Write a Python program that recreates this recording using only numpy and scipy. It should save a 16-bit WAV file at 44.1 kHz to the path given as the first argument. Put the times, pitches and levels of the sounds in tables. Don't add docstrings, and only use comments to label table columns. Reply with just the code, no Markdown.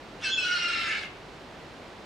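import sys
import numpy as np
from scipy import signal
from scipy.fft import rfft, irfft, next_fast_len
from scipy.io import wavfile
from scipy.ndimage import uniform_filter1d, map_coordinates

SR = 44100
rng = np.random.default_rng(int(sys.argv[2]) if len(sys.argv) > 2 else 0)


def ratio(d):
    e = np.asarray(d, float) / 20
    return 10 ** e


def transcribe(u):
    v = np.clip(np.atleast_2d(u).T, -1, 1)
    q = np.round(v * 32767).astype(np.int16)
    wavfile.write(sys.argv[1], SR, q)


N = 90404

# freq_hz, density_db (per Hz)
HUM_SPECTRUM = [(28, -42), (40, -6), (136, -2.5), (350, -0.5), (700, -3.5), (4140, -16.5), (10000, -37),
                (15600, -45)]
# freq_hz, correlation
HUM_LIKENESS = [(60, 0.89), (240, .93), (950, 0.79), (3770, 0.58), (8000, 0.82), (12000, 0.065)]
# freq_hz, left_minus_right_db
HUM_LEAN = [(60, 0.5), (380, 0.0), (2380, -3), (15000, 1)]
# freq_hz, t60_s
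PEN_DECAY = [(1000, 0.3), (2600, 0.53), (10000, 0.13)]
# time_s, level_db, throat_ring_db
RASP = [
    (.19, -60, -20),
    (.228, -38, -15),
    (.295, -41, -10),
    (.34, -55, -10),
    (.44, -43, -5),
    (.62, -40, -3),
    (.88, -34, 2),
    (1.04, -37, 2),
    (1.09, -56, 0),
]
# centre_hz, width_hz, level_db
THROAT = [(1370, 110, -17), (1583, 90, 11), (1756, 42, 11), (2114, 37, 13.5), (2229, 25, 13),
          (2640, 40, 13.5), (3580, 14, -12), (4770, 13, 0), (5670, 14, -17)]
# freq_hz, density_db (per Hz)
RASP_SPECTRUM = [(1200, 5.5), (2160, -11), (2700, 2.5), (5500, -17.5), (6200, -17), (8700, -23.5),
                 (10800, -35), (13500, -52)]
# freq_hz, density_db (per Hz)
WHEEZE_SPECTRUM = [(3000, -32), (4000, 7), (5700, -15.5), (6300, -1.5), (8800, -12), (11000, -21.5),
                   (14500, -40)]
# time_s, pitch_hz, level_db, wander_hz, overtone_lift_db
LOW_HALF = [
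    (.24, 1580, -55, 11.65, -4),
    (0.263, 1560, -34.5, 11.3, 0),
    (.305, 1538, -35.5, 12.3, -6),
    (.35, 1532, -50.5, 8.6, -2),
    (0.431, 1481, -41, 11.5, 4),
    (.455, 1448, -27.5, 12.7, -9),
    (0.589, 1424, -34, 18.4, 0),
    (.79, 1358, -36.5, 19.6, 3.5),
    (.99, 1336, -50, 32, 0.5),
]
# time_s, pitch_hz, level_db, coupling_db (of the halves)
HIGH_HALF = [
    (0.228, 2767, -41.5, -56),
    (0.246, 2640, -28.5, -40.5),
    (0.367, 2612, -47.5, -78),
    (0.381, 2641, -28.5, -68),
    (0.439, 2574, -34.5, -56),
    (0.472, 2550, -53.5, -48.5),
    (0.579, 2484, -50, -43.5),
    (0.698, 2435, -45, -46.5),
    (0.999, 2331, -46, -48),
]
# time_s, pitch_hz, level_db
SQUEAK = [
    (.28, 3360, -60),
    (.30, 3375, -37),
    (.33, 3390, -30),
    (.365, 3358, -28),
    (.385, 3320, -42),
    (.43, 3290, -40),
    (.52, 3240, -55),
]
SQUEAK_SPLIT = (.315, .35)
# times_low, times_high, level_db (over their mean level)
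TONE_LOW = [1, 2, 3, 4, 5, 6, 0, 0, 0, 1, 2, 1]
TONE_HIGH = [0, 0, 0, 0, 0, 0, 1, 2, 3, 1, 1, 2]
TONE_DB = [0, 0, -10, -14, -32, -31, 0, -12, -26, -8, -15, -29]
# times_low, times_high, level_db (over the coupling)
COUPLED_LOW = [-4, -2, -3, 4, -2, -1, -5, 0, 1, -3, 2, 5, 0, 2]
COUPLED_HIGH = [3, 2, 3, -1, 3, 2, 5, 1, 1, 4, -1, -2, 2, 1]
COUPLED_DB = [-2, 1, -5, -6, -4, -10, -8, -6, -8, -11, -15, -11, -10, -9]

PATCHY_DB = 3.5


def unit(x):
    return x / np.sqrt(np.mean(x ** 2) + 1e-20)


def along(points, hz):
    f, v = np.transpose(points)
    return np.interp(np.log(hz + 1), np.log(f + 1), v)


def curves(rows):
    times, *columns = np.transpose(rows)
    t = np.arange(N) / SR
    inside = 1.0 * ((t > times[0]) & (t < times[-1]))
    gate = uniform_filter1d(inside, size=441)
    return [np.interp(t, times, column) for column in columns] + [gate]


def wobble(rate):
    knots = rng.standard_normal(N // 100)
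    return map_coordinates(knots, [np.arange(N) * rate / SR])


def filtered(x, response):
    size = next_fast_len(N + SR // 2)
    spectrum = rfft(x, size) * response(np.fft.rfftfreq(size, 1 / SR))
    return irfft(spectrum, size)[..., :N]


def phase(hz):
    return 2 * np.pi * np.cumsum(hz) / SR


def patchy(x, depth_db):
    z = signal.stft(x, nperseg=256)[2]
    field = uniform_filter1d(rng.standard_normal(z.shape), size=2, axis=0)
    field = uniform_filter1d(field, size=7, axis=1)
    return signal.istft(z * ratio(depth_db * unit(field)), nperseg=256)[1][:N]


def hum():
    def colour(hz):
        turn = np.arccos(np.clip(along(HUM_LIKENESS, hz), -1, 1)) / 2
        return ratio(along(HUM_SPECTRUM, hz)) * np.array([np.cos(turn), np.sin(turn)])

    mid, side = filtered(rng.standard_normal((2, N)), colour)
    pair = np.array([mid + side, mid - side])
    pair = filtered(pair, lambda hz: ratio(np.outer([0.5, -0.5], along(HUM_LEAN, hz))))
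    fan_db = -64.5 + 1.5 * wobble(8.3)
    fan_hz = 42 + 2.4 * wobble(9.7)
    fan = np.sqrt(2) * ratio(fan_db) * np.sin(phase(fan_hz))
    return ratio(-45 + 0.17 * wobble(8.7)) * unit(pair) + fan


def pen(x):
    tail_db, walls_db = -9, -14
    hz, t, z = signal.stft(rng.standard_normal((2, SR // 2)), SR, nperseg=256)
    decay = ratio(-60 * t / along(PEN_DECAY, hz)[:, None])
    tail = signal.istft(z * decay, SR, nperseg=256)[1]
    tail = tail / np.linalg.norm(tail[0])
    answer = ratio(tail_db) * np.pad(tail, ((0, 0), (400, 0)))
    for side in range(2):
        delays = rng.integers(60, 1200, size=7)
        answer[side, delays] += ratio(walls_db) * rng.uniform(-1.0, 1.0, size=7)
    return signal.fftconvolve(x[None], answer, axes=1)[:, :N]


def wheeze():
    low_db, *_, low_on = curves(LOW_HALF)
    high_db = curves(HIGH_HALF)[1]
    low_db = curves(LOW_HALF)[1]
    breath = patchy(rng.standard_normal(N), PATCHY_DB)
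    air = filtered(breath, lambda f: ratio(along(WHEEZE_SPECTRUM, f)) * (f > 2800))
    return low_on * ratio(np.maximum(low_db, high_db) - 19.5) * unit(air)


def throat_ring(f):
    total = 0
    for k, (centre, width, db) in enumerate(THROAT):
        total = total + (-1) ** k * ratio(db) * 1j * f * width / (centre ** 2 - f ** 2 + 1j * f * width)
    return total


def beak_cut(f):
    cutoff_hz = 1305
    return 1 / (1 + (cutoff_hz / (f + 1)) ** 16)


def rasp():
    rate_hz, jitter, size_db, air_share, ring_top_hz = 360, 0.35, 2, 1.1, 5500
    level_db, ring_db, on = curves(RASP)
    count = np.cumsum(rate_hz * np.exp(jitter * wobble(300))) / SR
    starts = np.diff(np.floor(count), prepend=0) > 0
    pulses = unit(starts * ratio(size_db * rng.standard_normal(N)))
    air = unit(rng.standard_normal(N) * (0.12 + np.exp(-3 * (count % 1))))
    source = patchy(pulses + air_share * air, PATCHY_DB)
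    broad = unit(filtered(source, lambda f: ratio(along(RASP_SPECTRUM, f)) * beak_cut(f)))
    rung = unit(filtered(source, lambda f: throat_ring(f) * beak_cut(f) / (1 + (f / ring_top_hz) ** 8)))
    return on * ratio(level_db) * (broad + ratio(ring_db) * rung) / np.sqrt(1 + ratio(2 * ring_db))


def tone(db, angle, order):
    flutter_per_s, flutter_db = 55, 2.4
    shake_per_s, shake_db, shake_rad = 260, 1, 0.17
    unsteady_db = flutter_db * wobble(flutter_per_s) + shake_db * wobble(shake_per_s)
    level = np.sqrt(2) * ratio(db + np.sqrt(order) * unsteady_db)
    shake = (1 + order) * shake_rad * wobble(shake_per_s)
    return level * np.sin(angle + shake + rng.uniform(0, 2 * np.pi))


def squeak(low):
    squeak_hz, squeak_db, on = curves(SQUEAK)
    angle = phase(squeak_hz + 25 * wobble(100))
    split, = curves([(s,) for s in SQUEAK_SPLIT])
    beat = 1 - split + split * np.sqrt(2) * np.sin(phase(np.full(N, 93.2)))
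    out = beat * tone(squeak_db, angle, order=1)
    out = out + tone(squeak_db - 17, 2 * angle, order=3)
    out = out + tone(squeak_db - 20, angle + low, order=3)
    return on * out


def syrinx():
    wander_per_s = 100
    full_db, fade = -30, 0.15
    low_hz, low_db, wander_hz, lift_db, low_on = curves(LOW_HALF)
    high_hz, high_db, couple_db, high_on = curves(HIGH_HALF)
    wander = wobble(wander_per_s)
    low = phase(low_hz + wander_hz * wander)
    high_wander = 1.75 * wander * (high_db < -38) + 0.5 * wobble(wander_per_s)
    high = phase(high_hz + wander_hz * high_wander)
    out = squeak(low)
    for m, n, db in zip(TONE_LOW, TONE_HIGH, TONE_DB):
        mean_db = (m * low_db + n * high_db) / (m + n)
        fading_db = fade * (m + n - 1) * (mean_db - full_db)
        overtone_db = lift_db * (m > 1 and n == 0)
        on = high_on if n else low_on
        out = out + on * tone(db + mean_db + fading_db + overtone_db, m * low + n * high, order=m + n)
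    for m, n, db in zip(COUPLED_LOW, COUPLED_HIGH, COUPLED_DB):
        out = out + high_on * tone(db + couple_db, m * low + n * high, order=3)
    return out


def scene():
    room_tone = hum()
    bird = syrinx() + rasp() + wheeze()
    lean_db = -0.2
    direct = bird * ratio([[lean_db / 2], [-lean_db / 2]])
    return direct + pen(bird) + room_tone


def roll_off(x):
    return signal.sosfilt(signal.butter(12, 15630, fs=SR, output="sos"), x)


def record(dry):
    return roll_off(dry)


dry = scene()
out = record(dry)
transcribe(out)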